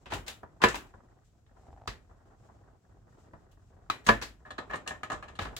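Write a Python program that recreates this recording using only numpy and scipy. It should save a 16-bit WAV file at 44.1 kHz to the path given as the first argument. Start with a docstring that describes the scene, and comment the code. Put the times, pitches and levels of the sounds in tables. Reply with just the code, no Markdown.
"""Light clicks and a bump as a stack of plastic plates is nudged into a hand-cranked die-cutting machine.
The rollers grab it with a knock, then rumble, grind and tick while the strained plates creak and groan.
The top plate snaps, the stack knocks free, and the unloaded crank rattles in its gears.
Heard close to the craft table in a small room, on a stereo pair with the treble leaning left."""
import sys
import numpy as np
from scipy import signal
from scipy.io import wavfile

SR = 44100
rng = np.random.default_rng(int(sys.argv[2]) if len(sys.argv) > 2 else 0)


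def waveform_to_disk(signal):
    """Save audio, clipped to [-1, 1], as 16-bit WAV at the path in sys.argv[1]."""
    frames = np.transpose(np.atleast_2d(signal))
    scaled = np.clip(frames, -1, 1) * 32767
    samples = np.round(scaled).astype(np.int16)
    wavfile.write(sys.argv[1], SR, samples)


N = 246501
TIME = np.arange(N) / SR
BANDS_HZ = 28 * 2 ** (np.arange(28) / 3)
STEP = 8   # samples per point of a power envelope

# decay of the small room: (frequency [Hz], t60 [s])
ROOM_T60 = [(50, 1), (110, 0.09), (260, 0.52), (700, 0.2168), (1800, 0.27), (5000, 0.1924), (13000, 0.27)]
# how alike the two microphones sound: (frequency [Hz], likeness [0-1])
MIC_LIKENESS = [(60, 0.83), (160, 0.97), (260, 0.67), (550, 0.43), (1100, 0.3), (2200, 0.023),
                (9000, 0.056)]
# balance of the pair: (frequency [Hz], left minus right [dB])
MIC_BALANCE = [(100, 0.2), (280, -0.2), (550, 0), (1100, 1), (2400, 2), (4500, 0.5), (9000, 5.5)]
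# echoes off the table and the housing: (left delay [s], right delay [s], level [dB])
ECHOES = [(.0043, 0.0039, -13), (.0079, 0.013, -15), (0.0167, 0.011, -13)]

# effort on the crank: (time [s], level [dB])
EFFORT = [(0, -1), (.2, 5), (1.0, 1.5), (1.42, -5), (1.78, 3.5), (2.15, 0.5), (2.6, 0), (3.3, 2.5),
          (3.55, 0.5), (3.85, 3.5), (4.35, 0.5), (4.7, 5), (5.59, 9.5)]
# roller rumble, roller grind, stack rubbing on the bed: (frequency [Hz], third-octave level [dB])
RUMBLE_SPECTRUM = [(28, -11.5), (40, 3), (57, 1.5), (80, 1), (105, 5), (160, -8.5), (220, -7.5), (400, -27),
                   (1000, -46)]
GRIND_SPECTRUM = [(100, -13.5), (220, -6.5), (400, 3), (520, -2), (720, 4), (900, -2), (1300, -2),
                  (1800, -11.5), (2400, -21.5), (5000, -28), (16000, -47.5)]
RUB_SPECTRUM = [(1000, -18.5), (2500, -6.5), (4500, -5.5), (7300, 2), (9200, -14.5), (15000, -15)]

# the machine rocks on the table: (time [s], level [dB], contact time [s])
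THUMPS = [(0.062, -54, 0.0087), (0.125, -45.5, 0.02), (1.683, -56.5, .01), (1.875, -47.5, 0.0077),
          (3.3, -60.5, 0.038), (4.067, -48, .013), (4.696, -53, 0.015), (5.12, -48, 0.012),
          (5.392, -46.5, 0.016), (5.454, -48, 0.0034)]
# dull creaks of the plates under pressure: (time [s], level [dB], contact time [s])
CREAKS = [(0.432, -54.5, .006), (0.601, -57, 0.02), (0.838, -66.5, 0.018), (0.939, -63, 0.0045),
          (1.003, -74, 0.0047), (1.565, -72.5, 0.01), (1.68, -76, 0.017), (1.774, -71, 0.0044),
          (2.091, -70, 0.025), (2.195, -75, 0.024), (2.299, -71.5, 0.028), (2.489, -69.5, 0.012),
          (2.66, -75.5, 0.025), (3.335, -63, 0.0036), (5.528, -61.5, 0.013)]
# plate edges scrape and click against the bed and each other:
# (time [s], level [dB], contact time [s], brightness [dB/octave], hollow pitch [Hz])
CLICKS = [(0.058, -58.5, 0.016, -1.5, 3010), (0.101, -50.5, .025, 0, 400), (0.121, -43.5, .012, -1.5, 871),
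          (0.135, -57, .012, 6.5, 2940), (0.262, -56, 0.027, 4.5, 780), (0.28, -56.5, .0045, 6.5, 3500),
          (0.6175, -39, .009, -0.5, 1300), (0.628, -43, .01, 2, 1300), (0.685, -49.5, .007, 3.5, 6950),
          (0.7435, -47, 0.0045, .5, 864), (0.755, -59, .004, 7.5, 2760), (0.866, -77, 0.0082, 3, 700),
          (1.24, -93, 0.042, 7, 6560), (1.464, -81, .004, -1.5, 3584), (1.875, -46, 0.0056, 2, 4750),
          (3.514, -94, .012, 10, 2946), (4.04, -74, .03, 7, 502), (4.065, -42, .013, 2.5, 6500),
          (4.077, -43, .015, -6, 1176), (4.214, -52.5, .009, 1.5, 5660), (4.222, -54, .012, 4, 4700),
          (5.3895, -46, 0.0048, -0.5, 3150), (5.408, -50, 0.02, 1.5, 412), (5.452, -50.5, 0.0046, -2, 1290),
          (5.565, -60.5, .004, 8, 3940)]
# the slack gears and crank rattle:
# (time [s], level [dB], contact time [s], brightness [dB/octave], hollow pitch [Hz])
RATTLES = [(4.449, -57, 0.026, -4, 1750), (4.505, -52.5, 0.0092, 1, 3500),
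           (4.581, -44.5, 0.0091, -2.5, 4000), (4.696, -45.5, 0.041, -3.5, 2340),
           (4.733, -42.5, 0.017, -2, 2220), (4.755, -58, 0.0046, 5.5, 2840), (4.861, -50.5, 0.025, -3, 793),
           (4.875, -50, 0.0072, 6, 2730), (4.907, -48, .009, -3.5, 2340), (4.949, -64, 0.016, -3, 1700),
           (5.033, -47.5, 0.0029, 0.5, 2340), (5.1, -46, 0.009, 0, 706), (5.117, -48, 0.018, 2, 1160),
           (5.143, -53.5, 0.004, -2, 6800), (5.225, -53.5, 0.018, -1.5, 2500), (5.278, -58, 0.019, 1, 2640),
           (5.352, -67.5, 0.014, 4, 3300)]
# the top plate flexes and springs back: (time [s], level [dB], contact time [s], brightness [dB/octave])
SNAPS = [(1.876, -54.5, 0.0027, 2.5), (3.8997, -42, 0.0021, 2), (5.39, -54, 0.0025, .5)]
# the stack jumps into and out of the rollers:
# (time [s], level [dB], contact time [s], brightness [dB/octave])
KNOCKS = [(0.6375, -26, .0088, 0.37), (4.088, -27.5, 0.0073, 0.2)]

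# how each kind of contact drives what it strikes: (frequency [Hz], level [dB])
HEAVY_PUSH = [(50, -1), (100, 0.5), (200, -9), (500, -7), (2000, -68)]
SOFT_PUSH = [(90, -5), (200, -4.5), (480, -3), (750, 3.5), (1600, -0.5), (2500, -23.5), (6000, -37.5),
             (12000, -48)]
EDGE_PUSH = [(90, -17), (200, -7.5), (480, -8.5), (750, -3), (1700, -1), (2500, -2.5), (4300, -5.5),
             (6800, -12.5), (14000, -26)]
LOOSE_PUSH = [(90, -14), (200, -10.5), (480, -5.5), (750, -2.5), (1700, -0.5), (2500, -10), (4300, -8.5),
              (6800, -16.5), (10600, -34), (14000, -43)]
HARD_PUSH = [(90, -15.5), (200, -6), (480, -4.5), (750, -3), (1000, 1), (1700, 1), (2500, -2), (4300, -5.5),
             (6800, -15), (14000, -24.5)]
# dense ringing of the plates and of the gear housing: (frequency [Hz], third-octave level [dB])
PLATE_SPECTRUM = [(28, -12), (55, 0), (90, -2), (150, -5.5), (260, -3), (560, -0.5), (1100, -0.5),
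                  (1800, -0.5), (2300, -2), (3600, -2), (4500, -3.5), (5700, -3), (7200, 0.5), (9000, -4.5),
                  (14300, -2.5)]
HOUSING_SPECTRUM = [(28, -35), (80, -2), (150, -1), (400, -0.5), (720, -3), (1130, 2), (1800, -6.5),
                    (2300, -1), (3600, -1), (4500, -7.5), (5700, -3.5), (7200, 4), (9000, -8), (11400, 2),
                    (14300, -9)]
# modes of the top plate and of the gear housing: (frequency [Hz], level [dB], t60 [s])
PLATE_MODES = [(1120, 7.5, 0.069), (1268, 21, 0.032), (1940, -26.5, 0.47), (2400, -10.5, .25),
               (3680, 13, 0.013), (3900, 1, 0.11), (4030, -2, 0.19)]
GEAR_MODES = [(330, -31, 0.31), (609, -2.5, 0.23), (745, -6, 0.23), (1066, -2.5, 0.087), (1243, 4.5, 0.11),
              (1510, -4, 0.039), (1700, 6, 0.1), (1817, 0, 0.16), (2000, -15, 0.066), (2840, 1.5, 0.059),
              (4030, -6, 0.11), (4260, -3.5, 0.087), (6720, 0.5, 0.081), (8360, 2, 0.1), (10600, 6, 0.11),
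              (10800, 3, 0.09)]
# modes of the machine on the table, struck at either side:
# (frequency [Hz], entry level [dB], exit level [dB], t60 [s])
BED_MODES = [(53.8, -1, 6, .45), (119.3, -3.5, 4.5, .35), (219.1, 2, 11.5, 0.14), (367, 5, -3.5, 0.12),
             (455.8, 7, 4, 0.15), (565, -6.5, 4, 0.15), (675.5, -9.5, 2.5, 0.2), (855, -2, -15, 0.058),
             (999, 9, 8.5, 0.1), (1155, -6, 9.5, 0.087), (1538, -1.5, -11.5, 0.043), (1697, 0.5, 9.5, 0.14),
             (1763, -2, -1, 0.21), (2155, 2, -2.5, 0.095), (2410, 0.5, -4, 0.083), (2680, -2.5, -9.5, 0.18)]

TURN_S, FASTEST_S, SLOWEST_S = .778, .1, .51   # one crank turn; its first fastest and slowest moments
SCRAPE_S, SWELL_S = .018, .009   # contacts longer than SCRAPE_S are scrapes, which swell in


def from_db(db):
    """Decibels to gain."""
    return 10 ** (np.asarray(db) / 20)


def rms_one(x):
    """Scale to unit rms."""
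    return x / np.sqrt(np.mean(x ** 2) + 1e-20)


def at_hz(points, hz):
    """Read a table on a log-frequency axis."""
    freqs, values = np.transpose(points)
    return np.interp(np.log(hz), np.log(freqs), values)


def lag(x, seconds):
    """One-pole smoothing that keeps the area."""
    pole = np.exp(-1 / (seconds * SR))
    return signal.lfilter([1 - pole], [1, -pole], x + 1e-24)


def add(track, at_s, sound):
    """Mix a sound in at the given time."""
    size = track.shape[-1]
    start = int(np.clip(at_s * SR, 0, size - 1))
    track[..., start:start + sound.shape[-1]] += sound[..., :size - start]


def flutter(per_s, depth_db):
    """A random gain of unit power that changes per_s times a second."""
    knots = np.clip(rng.standard_normal(N // 20), -2, 2)
    return rms_one(from_db(depth_db * np.interp(TIME * per_s, np.arange(len(knots)), knots)))


def mic_gains(hz):
    """Left and right gain: the treble favours the left microphone."""
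    return from_db(at_hz(MIC_BALANCE, hz) * np.array([[.5], [-.5]]))


def mic_phases(hz):
    """Left and right phase of a tone: further apart where the microphones sound less alike."""
    angle = np.arccos(np.clip(at_hz(MIC_LIKENESS, hz), 0, 1))
    return np.multiply.outer([.5, -.5], angle)


def noise_bands():
    """Third-octave noises at the pair, alike in the bass and nearly unrelated in the treble."""
    white, bands = rng.standard_normal((2, 2, N)), []
    for k, hz in enumerate(BANDS_HZ):
        edges = hz * 2 ** (np.array([-1, 1]) / 6)
        mid, side = signal.sosfilt(signal.butter(3, edges, "band", fs=SR, output="sos"), white[k % 2])
        alike = np.clip(at_hz(MIC_LIKENESS, hz), 0, .995)
        pair = np.sqrt(1 + alike) * mid + np.sqrt(1 - alike) * side * [[1], [-1]]
        bands.append(rms_one(pair) * mic_gains(hz))
    return bands


def hiss(level_db=-90, edge_hz=8400, air_db=-91.5):
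    """The noise floor: faint steady hiss with a step down in the top octave."""
    low, air = rng.standard_normal((2, 2, N))
    low = signal.sosfilt(signal.butter(12, edge_hz, fs=SR, output="sos"), low)
    return from_db(level_db) * rms_one(low) + from_db(air_db) * air


def reflected(direct, from_hz=1500):
    """Hard surfaces nearby throw the treble back at the microphones and comb it."""
    treble = signal.sosfilt(signal.butter(2, from_hz, "high", fs=SR, output="sos"), direct)
    out = direct.copy()
    for left_s, right_s, echo_db in ECHOES:
        add(out[0], left_s, from_db(echo_db) * treble[0])
        add(out[1], right_s, from_db(echo_db) * treble[1])
    return out


def each_turn(at_s, width_s):
    """A smooth bump of height 1 that comes back with every turn of the crank."""
    away_s = (TIME - at_s + TURN_S / 2) % TURN_S - TURN_S / 2
    return np.exp(-(away_s / width_s) ** 2)


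def rollers(bands, rumble_db=-71.5, grind_db=-76.5, rub_db=-89, slips_per_s=55, slip_s=.0069):
    """The rollers rumble and grind in tiny slips, following effort and speed; the stack rubs the bed."""
    effort_db = np.interp(TIME, *np.transpose(EFFORT))
    rumble = from_db(rumble_db + .55 * effort_db)
    grind = from_db(grind_db + effort_db - 5 * each_turn(SLOWEST_S, width_s=.11))
    slips = lag((rng.random(N) < slips_per_s / SR) * SR / slips_per_s, slip_s)
    grind *= np.sqrt(.25 + .75 * lag(slips, .00099))   # three quarters of the power comes in slips
    rub = from_db(rub_db + 6 * each_turn(FASTEST_S, width_s=.09)) * flutter(per_s=40, depth_db=2.5)
    layers = [(rumble, RUMBLE_SPECTRUM), (grind, GRIND_SPECTRUM), (rub, RUB_SPECTRUM)]
    return sum(band * sum(level * from_db(at_hz(spectrum, hz)) for level, spectrum in layers)
               for band, hz in zip(bands, BANDS_HZ))


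def ticks(per_s=23, level_db=-76.5, t60_s=.035, range_hz=(390, 1870), modes=16, spread_db=4, scatter_db=5):
    """The turning rollers tick at random, loudest near the end, ringing hollow resonances."""
    times = np.flatnonzero(rng.random(N) < per_s / SR) / SR
    t, out = TIME[:SR // 12], np.zeros((2, N))
    hz = np.geomspace(*range_hz, modes)[:, None]
    decay = (1 - np.exp(-t * hz / 2)) ** 2 * from_db(-60 * t / t60_s)
    for at_s, (size, weight, phase, side) in zip(times, rng.uniform(-1, 1, (len(times), 4, modes, 1))):
        tones = np.sin(2 * np.pi * hz * t + np.pi * phase + np.sign(side) * mic_phases(hz))
        rings = from_db(scatter_db * weight) * decay * tones
        force_db = np.interp(at_s, *np.transpose(EFFORT)) + spread_db * size[0, 0]
        add(out, at_s, from_db(force_db) * rings.sum(axis=1))
    return from_db(level_db) * rms_one(out)


def groan(start_s=1.5, end_s=1.87, end_db=-60, pitch_hz=760, width_hz=110, slips_per_s=120):
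    """Under growing strain the plates stick and slip, ringing one hollow resonance until they give."""
    slips = (rng.random(N) < slips_per_s / SR) * rng.standard_normal(N)
    tone = signal.lfilter(*signal.iirpeak(pitch_hz, pitch_hz / width_hz, fs=SR), slips + 1e-18)
    swell = np.sqrt(np.interp(TIME, [start_s, end_s], [0, 1], right=0))
    return from_db(end_db) * swell * rms_one(lag(tone, 1 / (2 * np.pi * pitch_hz)))


def strength(hz, push, at_s, level_db, contact_s, bright_db=0, hollow_hz=None):
    """How hard a contact drives hz: brightness tilts the treble, the struck spot lifts its own pitch."""
    treble_octaves = max(np.log2(hz / 1100), 0)
    hollow_db = 5.5 * np.exp(-(np.log2(hz / hollow_hz) / .34) ** 2) if hollow_hz else 0
    return from_db(level_db + at_hz(push, hz) + bright_db * treble_octaves + hollow_db)


def clatter(hits, push, spectrum, level_db, room_db, grit_db):
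    """Power per band of the dense ringing, every STEP samples: a gritty contact, then the room's decay."""
    span = .03 * SR / STEP   # a hit's level is its mean power over 30 ms
    t, powers = TIME[:SR // 8:STEP], []
    grit = flutter(per_s=700, depth_db=grit_db)[::STEP]
    for hz in BANDS_HZ:
        direct = np.zeros(len(grit))
        for hit in hits:
            at_s, _, contact_s = hit[:3]
            length_s = max(contact_s, .001) * (1200 / hz) ** .17   # highs are over sooner
            burst = np.exp(-np.minimum(t / length_s, 10) ** 2)
            if contact_s > SCRAPE_S:
                burst *= (1 - np.exp(-t / SWELL_S)) ** 2
            add(direct, at_s / STEP, burst / burst.sum() * span * strength(hz, push, *hit) ** 2)
        direct = lag(direct * grit / grit.mean(), (.0005 + .75 / hz) / STEP)   # lows build more slowly
        room = lag(direct, at_hz(ROOM_T60, hz) / np.log(1e6) / STEP)
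        gain = from_db(level_db + at_hz(spectrum, hz))
        powers.append(gain ** 2 * (direct + from_db(room_db) ** 2 * room))
    return np.array(powers)


def ringing(hits, push, modes, level_db, rise_s, scatter_db=2):
    """Each contact rings every mode with a strength and phase of its own; loose parts blur the pitch."""
    blur = .007   # line width as a share of the frequency
    t, out = TIME[:SR // 3], np.zeros((2, N))
    swell = 1 - np.exp(-t / SWELL_S)
    for hz, mode_db, t60 in modes:
        wander = np.cumsum(rng.standard_normal(2 * len(t))) * np.sqrt(2 * np.pi * blur * hz / SR)
        tone = np.exp(1j * (2 * np.pi * hz * TIME[:len(wander)] + wander))
        decay = (1 - np.exp(-t / rise_s)) ** 2 * from_db(-60 * t / t60)
        for hit, (size, pick, side) in zip(hits, rng.uniform(-1, 1, (len(hits), 3))):
            at_s, _, contact_s = hit[:3]
            gain = strength(hz, push, *hit) * from_db(level_db + mode_db + scatter_db * size)
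            stretch = tone[int(abs(pick) * len(t)):][:len(t)]
            ring = stretch * decay * (swell if contact_s > SCRAPE_S else 1)
            pair = mic_gains(hz) * np.exp(1j * np.sign(side) * mic_phases(hz)[:, None])
            add(out, at_s, (gain * pair * ring).real)
    return out


def hollow_rings(hits, push, level_db, t60_s=.079):
    """Each clack rings briefly at the hollow pitch of the spot that is struck."""
    return sum(ringing([hit], push, [(hit[4], 0, t60_s)], level_db, rise_s=.00046) for hit in hits)


def bed_rings(hits, push, level_db, rise_s, halfway_s=3):
    """The stack strikes the entry side first, the exit side later; each weights the modes its own way."""
    entry_modes = [(hz, db, t60) for hz, db, _, t60 in BED_MODES]
    exit_modes = [(hz, db, t60) for hz, _, db, t60 in BED_MODES]
    early = [hit for hit in hits if hit[0] < halfway_s]
    late = [hit for hit in hits if hit[0] >= halfway_s]
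    return (ringing(early, push, entry_modes, level_db, rise_s)
            + ringing(late, push, exit_modes, level_db, rise_s))


def contacts(bands):
    """Up front, plates and machine knock and rattle: dense ringing plus the struck parts' clear modes."""
    power = (clatter(KNOCKS, HARD_PUSH, PLATE_SPECTRUM, level_db=-1.4, room_db=-5, grit_db=7.5)
             + clatter(CLICKS, EDGE_PUSH, PLATE_SPECTRUM, level_db=-2, room_db=0, grit_db=6.5)
             + clatter(SNAPS, HARD_PUSH, PLATE_SPECTRUM, level_db=-6, room_db=-1, grit_db=14)
             + clatter(CREAKS, SOFT_PUSH, PLATE_SPECTRUM, level_db=-1, room_db=-6, grit_db=5)
             + clatter(THUMPS, HEAVY_PUSH, PLATE_SPECTRUM, level_db=-1.5, room_db=-1.5, grit_db=-.5)
             + clatter(RATTLES, LOOSE_PUSH, HOUSING_SPECTRUM, level_db=-3, room_db=-1.5, grit_db=12))
    dense = sum(band * np.repeat(gain, STEP)[:N] for band, gain in zip(bands, np.sqrt(power)))
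    bed = (bed_rings(KNOCKS, HARD_PUSH, level_db=5, rise_s=.0012)
           + bed_rings(CLICKS, EDGE_PUSH, level_db=-.5, rise_s=.0021)
           + bed_rings(CREAKS, SOFT_PUSH, level_db=-1.5, rise_s=.001))
    gears = ringing(RATTLES, LOOSE_PUSH, GEAR_MODES, level_db=8, rise_s=.00087, scatter_db=4)
    top_plate = ringing(SNAPS, HARD_PUSH, PLATE_MODES, level_db=6.5, rise_s=.00025)
    hollow = hollow_rings(RATTLES, LOOSE_PUSH, level_db=6) + hollow_rings(CLICKS, EDGE_PUSH, level_db=.5)
    return reflected(dense) + bed + gears + top_plate + hollow


def scene():
    """The machine at work on the craft table, over the quiet of the room."""
    bands = noise_bands()
    roller_bands = (np.roll(band, N // 2, axis=1) for band in bands)   # shifted until unrelated
    return contacts(bands) + rollers(roller_bands) + ticks() + groan() + hiss()


def record(dry, low_cut_hz=34, ceiling=.8, top_cut_hz=16000):
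    """The deepest bass is cut, the loudest knocks are softly limited, and the top is cut steeply."""
    heard = signal.sosfilt(signal.butter(2, low_cut_hz, "high", fs=SR, output="sos"), dry)
    limited = heard / (1 + (heard / ceiling) ** 4) ** .25
    return signal.sosfilt(signal.ellip(10, .1, 70, top_cut_hz, fs=SR, output="sos"), limited)


dry = scene()
out = record(dry)
waveform_to_disk(out)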